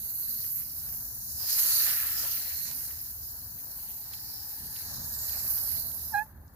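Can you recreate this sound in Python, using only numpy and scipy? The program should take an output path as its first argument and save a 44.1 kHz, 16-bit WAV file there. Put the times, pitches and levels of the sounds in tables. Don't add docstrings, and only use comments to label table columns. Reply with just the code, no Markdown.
import sys
import numpy as np
from scipy import signal
from scipy.fft import rfft, irfft, next_fast_len
from scipy.io import wavfile

SR = 44100
rng = np.random.default_rng(int(sys.argv[2]) if len(sys.argv) > 2 else 0)


def level_to_linear(level):
    exponent = np.asarray(level, float) / 20
    return 10 ** exponent


def wav_out(sig):
    wavfile.write(sys.argv[1], SR, np.round(np.clip(np.atleast_2d(sig).T, -1, 1) * 32767).astype(np.int16))


N = 289031

# pitch_hz, density_db (per Hz)
TRAFFIC_COLOUR = [(13, -51), (22, -19), (38, -12.5), (62, -4), (75, -2), (146, -11.5), (171, -15.5),
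                  (193, -18.5), (222, -15.5), (370, -28.5), (500, -33.5), (650, -42), (1100, -120)]
# time_s, level_db
TRAFFIC_LEVEL = [(0.0, -56), (0.29, -53), (0.46, -52), (0.53, -56), (1.06, -52), (1.95, -57), (2.17, -52),
                 (2.24, -55.5), (2.64, -53.5), (3.87, -55.5), (4.45, -52), (4.54, -58), (4.63, -49.5),
                 (4.78, -54), (5.02, -48.5), (5.29, -53), (5.45, -47.5), (5.58, -53.5), (5.67, -49),
                 (6.2, -50.5), (6.29, -58), (6.38, -48.5), (6.55, -56.5)]
# time_s, pitch_hz, level_db
ENGINE_PASS = [(.2, 125, -67.5), (.45, 150, -65), (.8, 155, -66), (1.1, 125, -63), (1.5, 100, -70),
               (1.9, 80, -65)]
# multiple, level_db
ENGINE_ORDERS = [(1, 3), (1.75, -6)]
# time_s, pitch_hz, level_db
LATE_MOTOR = [(5.66, 133, -75), (5.74, 133, -57.5), (5.9, 132.5, -61.5), (5.98, 131, -77)]
# multiple, level_db
LATE_MOTOR_ORDERS = [(1, 0), (5, -5.5)]
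# time_s, pitch_hz, right_db, left_minus_right_db, then partials 2, 3, 5 below the first in _db
VALVE_SQUEAK = [(6.105, 885, -66, -6, -17, -40, -40), (6.126, 893, -45, -7, -20, -33, -35),
                (6.134, 885, -40, -5, -8, -35, -32), (6.143, 832, -27, -12, 0, -37, -23),
                (6.151, 812, -24.5, -4, -3, -34, -23.5), (6.159, 811, -23, -6, -3.5, -34, -25),
                (6.167, 834, -27, -8, -5, -24, -30), (6.175, 832, -27, -10, 0, -23, -29),
                (6.186, 826, -26, -8, 0, -22, -27), (6.198, 836, -26.5, -12, -3, -19, -35),
                (6.206, 850, -32, -15, 2, -29, -45), (6.222, 868, -31, -15, -3, -30, -45),
                (6.23, 875, -39, -8, -7, -30, -45), (6.246, 870, -57, -6, -14, -32, -45),
                (6.265, 856, -59, 5, -20, -35, -45)]
# start_s, peak_db, pitch_hz, left_minus_right_db
LARGE_DROPS = [
    (0.4424, -45, 1820, -0.5),
    (2.909, -43, 2080, 0.0),
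    (4.135, -35.5, 3110, 1.0),
    (4.1829, -44, 3950, 1.5),
    (4.7621, -39, 2860, 6),
    (5.7693, -44, 2540, 6),
]
# start_s, peak_db, pitch_hz, left_minus_right_db
DROP_TICKS = [
    (2.7127, -30, 5980, -4.0),
    (5.295, -30, 5140, -2),
    (5.5783, -29, 5960, -3.5),
    (5.8094, -39, 4710, -4.0),
    (5.917, -37.5, 5550, -5.5),
    (6.1094, -42, 6820, -1.5),
    (6.4797, -52, 6140, -7),
    (6.5375, -65, 4790, -5.0),
]
# start_s, end_s, pitch_hz, width_hz, level_db, left_minus_right_db
AIR_POCKETS = [(1.45, 2.51, 1325, 154, -54, 0.5), (1.5, 2.44, 1790, 150, -56.5, 6),
               (.75, 1.4, 1600, 120, -77, -5), (3.5, 5.4, 850, 150, -64.5, -3),
               (4, 6.0, 1700, 180, -67, -4), (2.3, 2.8, 4210, 300, -49, -1),
               (4.5, 5.7, 6600, 280, -58.5, 12), (4.95, 5.95, 11950, 450, -39, -10.5),
               (0, 0.66, 11900, 470, -38, -5), (1.45, 2.0, 11700, 750, -35.5, -10),
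               (1.35, 1.606, 5000, 500, -46, -16.5)]
# time_s, jet_db, spatter_db, slap_db, runoff_db, jet_left_minus_right_db
SPRAY_LEVELS = [(0.0, -36.5, -55, -77, -65.5, -1.5), (0.14, -35, -53.5, -74.5, -67, -2),
                (0.44, -35.5, -51, -62, -69, 2), (0.53, -33, -57, -71, -69, -1),
                (0.6, -33.5, -52, -59.5, -69, -2.5), (0.66, -38.5, -53, -71, -69.5, 0),
                (0.86, -36.5, -51.5, -66, -65, -0.5), (0.95, -37, -54, -68.5, -64, 0),
                (1.04, -38, -53.5, -86, -64, 2), (1.15, -40.5, -53, -84, -66, 2),
                (1.33, -38.5, -48.5, -85, -66, 2), (1.4, -33.5, -46.5, -66, -63.5, 1),
                (1.44, -33.5, -47, -63, -58, 2), (1.5, -30, -37.5, -53, -61, 2),
                (1.6, -24, -36, -47.5, -54, -1), (1.64, -27.5, -37.5, -49, -55.5, -1),
                (1.71, -26.5, -37, -49, -57.5, 3.5), (1.81, -26, -37.5, -46, -57, 0),
                (1.84, -25, -36.5, -45, -58, -4.0), (1.9, -27, -39, -44.5, -57.5, -1.5),
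                (2.02, -30, -44, -49.5, -60, 0), (2.15, -32.5, -44, -52, -63, 1),
                (2.21, -32, -42, -51, -54.5, 1), (2.35, -30.5, -45.5, -55.5, -63, -1),
                (2.48, -34.5, -50, -57, -60, 4), (2.63, -34.5, -47.5, -64, -66, -4.5),
                (2.68, -38, -43, -59, -60, -1), (2.75, -35.5, -50, -61, -66, -2.0),
                (2.88, -36, -48, -61, -63, 2), (2.92, -37.5, -53, -62, -65, 0),
                (2.96, -39, -53, -65, -66, 2), (3.23, -40.5, -55.5, -73, -65.5, 1.5),
                (3.32, -40.5, -55.5, -78, -65, 1.5), (3.54, -42.5, -58, -77, -64.5, 6),
                (3.59, -39, -59.5, -66, -64.5, 2), (3.67, -40, -56.5, -70.5, -63, 3),
                (3.9, -40.5, -54.5, -64.5, -66, 2), (3.96, -39.5, -56.5, -72, -67, 1),
                (4.12, -43, -56, -64, -66.5, 1), (4.14, -39, -52, -59, -68, -1.0),
                (4.16, -41.5, -52.5, -64.5, -70, 1), (4.34, -40.5, -52, -71, -66, 4),
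                (4.72, -39.5, -51.5, -67, -63.5, 2), (4.76, -38.5, -48.5, -59, -67, 0.0),
                (4.8, -39, -49.5, -62.5, -65.5, 2), (4.94, -40, -48, -70, -55, 3),
                (5.09, -36.5, -48, -77, -60, -1), (5.2, -38, -46, -70, -59, 3),
                (5.34, -36, -45.5, -56.5, -57, 3), (5.4, -36, -45.5, -62, -56.5, 0),
                (5.51, -29, -48, -62, -55, -1), (5.58, -32, -46, -61.5, -59.5, -2),
                (5.62, -33, -47, -70, -55, -2), (5.71, -32.5, -48.5, -59, -60.5, -6.5),
                (5.76, -34, -47, -63, -57.5, -2.5), (5.95, -36.5, -55, -83, -60.5, -3.5),
                (6.0, -36.5, -52, -66, -63.5, -1), (6.11, -38, -54, -81, -60.5, -3.0),
                (6.18, -41.5, -57, -66, -61, 2), (6.26, -53, -70, -84, -61.5, 0),
                (6.33, -61, -82, -82, -65, -1), (6.55, -62, -79, -88, -65.5, 1.5)]
# pitch_hz, left_db, right_db
JET_COLOUR = [(6010, -18, -18), (8000, -27.5, -32), (10000, -18.5, -21), (10980, -20.5, -10.5),
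              (11900, -8.5, 0), (12840, -13.5, -7), (14030, -6.5, -11), (15550, 4, -11)]
SPATTER_COLOUR = [(2490, -32.5, -27.5), (3470, -21, -22.5), (3990, -7, -1.5), (4450, -2.5, 1.5),
                  (5250, -8, 3), (5970, -19, -1), (6670, -1.5, -3), (7520, -7, -8), (8800, -10.5, -7),
                  (11000, 0, -1)]
SLAP_COLOUR = [(710, -26, -30), (1120, -5, -9), (1380, -10, -2.5), (1780, 0.5, 1), (2300, -4.5, -3.5),
               (2780, -1.5, -7), (3390, -5.5, -9), (4220, 2, -7)]
RUNOFF_COLOUR = [(250, -8, -15), (450, -7.5, -4.5), (850, 0.5, -1.5), (1280, -4.5, -7.5), (1700, -1.5, -4),
                 (2200, -19, -26), (3000, -32, -42)]
# pitch_hz, likeness_0_to_1
PORT_LIKENESS = [(60, 0.95), (300, .9), (700, .72), (1400, 0.42), (3000, 0.37), (5000, 0.42), (15000, 0.22)]


def rms_one(x):
    return x / np.sqrt(np.mean(x ** 2) + 1e-20)


def in_time(rows):
    s, *columns = np.transpose(rows)
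    return [np.interp(np.arange(N) / SR, s, column) for column in columns]


def at_hz(points, hz):
    f, *columns = np.transpose(points)
    return np.array([np.interp(np.log(hz + 1), np.log(f), column) for column in columns])


def sides(pan_db):
    return level_to_linear(np.array([pan_db / 2, -pan_db / 2]))


def drift(rate_hz):
    r = np.exp(-2 * np.pi * rate_hz * 40 / SR)
    noise = rng.standard_normal(N // 40 + 4002)
    slow = signal.lfilter([1], [1, -2 * r, r * r], noise)[4000:]
    return np.interp(np.arange(N) / 40, np.arange(len(slow)), rms_one(slow))


def resonate(x, hz, width_hz):
    r = np.exp(-np.pi * width_hz / SR)
    peak = (1 - r * r) / 2
    return signal.lfilter([peak, 0, -peak], [1, -2 * r * np.cos(2 * np.pi * hz / SR), r * r], x)


def patter(per_s, spread_db, share):
    sizes = level_to_linear(spread_db * np.minimum(rng.exponential(1, (2, N)), 5))
    signs = rng.choice([-1, 1], (2, N))
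    hits = rng.random((2, N)) < per_s / SR
    drops = rms_one(sizes * signs * hits)
    return np.sqrt(share) * drops + np.sqrt(1 - share) * rng.standard_normal((2, N))


def at_ports(streams, colour, patchy_db, flutter_db, count):
    left_lag_s = .0001
    size = next_fast_len(N)
    hz = np.arange(size // 2 + 1) * SR / size
    one, other = rfft(streams, size)
    alike = np.clip(at_hz(PORT_LIKENESS, hz)[0], 0, 1)
    pair = np.sqrt(1 + alike) * one + np.sqrt(1 - alike) * other * [[1], [-1]]
    pair[0] *= np.exp(-2j * np.pi * hz * left_lag_s)
    low_hz, high_hz = colour[0][0], min(colour[-1][0], 16000)
    pair *= level_to_linear(at_hz(colour, hz)) * (hz > low_hz)
    place = count * np.log(hz / low_hz + 1e-9) / np.log(high_hz / low_hz)
    together = drift(29)
    out = 0
    for k in range(count + 1):
        band = np.cos(np.pi / 2 * np.clip(place - k, -1, 1)) ** 2
        gain = level_to_linear(patchy_db * drift(2.42) + flutter_db * (together + 0.64 * drift(25)))
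        out = out + gain * irfft(pair * band, size)[:, :N]
    return out / np.sqrt(np.mean(out.mean(0) ** 2))


def port_floor():
    return level_to_linear(-83) * signal.lfilter([1, -.7], [1], rng.standard_normal((2, N)))


def far_traffic():
    both = [(hz, db - .6, db + .6) for hz, db in TRAFFIC_COLOUR]
    rumble = at_ports(rng.standard_normal((2, N)), both, patchy_db=2.0, flutter_db=0.33, count=5)
    return level_to_linear(in_time(TRAFFIC_LEVEL)[0]) * rumble


def far_engine(curve, orders):
    hz, db = in_time(curve)
    t = np.arange(N) / SR
    phase = 2 * np.pi * np.cumsum(hz * (1 + .012 * drift(8))) / SR
    tone = sum(level_to_linear(level_db + 1.7 * drift(6)) * np.sin(k * phase) for k, level_db in orders)
    running = (t > curve[0][0]) * (t < curve[-1][0])
    return np.sqrt(2) * level_to_linear(db) * tone * running


def valve_squeak():
    hz, right_db, pan_db, second_db, third_db, fifth_db = in_time(VALVE_SQUEAK)
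    sounding = (right_db > VALVE_SQUEAK[0][2]) * (np.arange(N) < VALVE_SQUEAK[-1][0] * SR)
    on = np.sqrt(2) * level_to_linear(right_db) * sounding
    phase = 2 * np.pi * np.cumsum(hz) / SR
    partials_db = (0, second_db, third_db, third_db - 18, fifth_db)
    left_lifts_db = (0, -0.5, 8.5, 5, 2)
    right, left = 0, 0
    for k, db, lift_db in zip((1, 2, 3, 4, 5), partials_db, left_lifts_db):
        angle = k * phase + .6 * (k - 1)
        right = right + level_to_linear(db) * np.cos(angle)
        left = left + level_to_linear(db + lift_db) * np.cos(angle - .9)
    return on * np.array([level_to_linear(pan_db) * left, right])


def single_drops(table, decay_s, broad):
    length = 800
    out, t = np.zeros((2, N + 900)), np.arange(length) / SR
    for s, db, hz, pan_db in table:
        noise = rng.standard_normal(length)
        burst = resonate(noise * np.exp(-t / decay_s), hz, broad * hz)
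        first = int(s * SR)
        out[:, first:first + length] += level_to_linear(db) * sides(pan_db)[:, None] * burst / abs(burst).max()
    return out[:, :N]


def air_pockets():
    out = np.zeros((2, N))
    for start, end, hz, width_hz, db, pan_db in AIR_POCKETS:
        span = slice(int(max(start, 0) * SR), int(end * SR))
        noise = rng.standard_normal((3, span.stop - span.start))
        shared = 0.67 * noise[0] + noise[1:]
        tone = rms_one(resonate(resonate(shared, hz, width_hz), hz, width_hz * 2))
        swell = signal.windows.tukey(tone.shape[1], .6)
        out[:, span] += level_to_linear(db) * sides(pan_db)[:, None] * tone * swell
    return out


def spray():
    jet_db, spatter_db, slap_db, runoff_db, pan_db = in_time(SPRAY_LEVELS)
    jet = at_ports(patter(9000, 2.9, .3), JET_COLOUR, patchy_db=0.5, flutter_db=0.88, count=6)
    spatter = at_ports(patter(4000, 3.5, .4), SPATTER_COLOUR, patchy_db=2.5, flutter_db=1.17, count=8)
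    slap = at_ports(patter(900, 3.8, 0.37), SLAP_COLOUR, patchy_db=2.6, flutter_db=1.2, count=6)
    runoff = at_ports(patter(500, 2.9, 0.19), RUNOFF_COLOUR, patchy_db=0.04, flutter_db=1.4, count=5)
    out = level_to_linear(jet_db + 1.7) * sides(pan_db) * jet
    out = out + level_to_linear(spatter_db + 1.87) * spatter
    out = out + level_to_linear(slap_db + 1.5) * slap
    return out + level_to_linear(runoff_db - 0.05) * runoff


def scene():
    engines = far_engine(ENGINE_PASS, ENGINE_ORDERS) + far_engine(LATE_MOTOR, LATE_MOTOR_ORDERS)
    background = port_floor() + far_traffic() + engines
    drops = single_drops(LARGE_DROPS, decay_s=0.0031, broad=0.7)
    ticks = single_drops(DROP_TICKS, decay_s=.0012, broad=0.51)
    return background + valve_squeak() + drops + ticks + air_pockets() + spray()


def band_limit(x):
    return signal.sosfilt(signal.butter(12, 17050, fs=SR, output="sos"), x)


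def record(dry):
    low_pass = signal.cheby2(14, 70, 16050, fs=SR, output="sos")
    finished = signal.sosfilt(low_pass, dry)
    return band_limit(finished)


dry = scene()
out = record(dry)
wav_out(out)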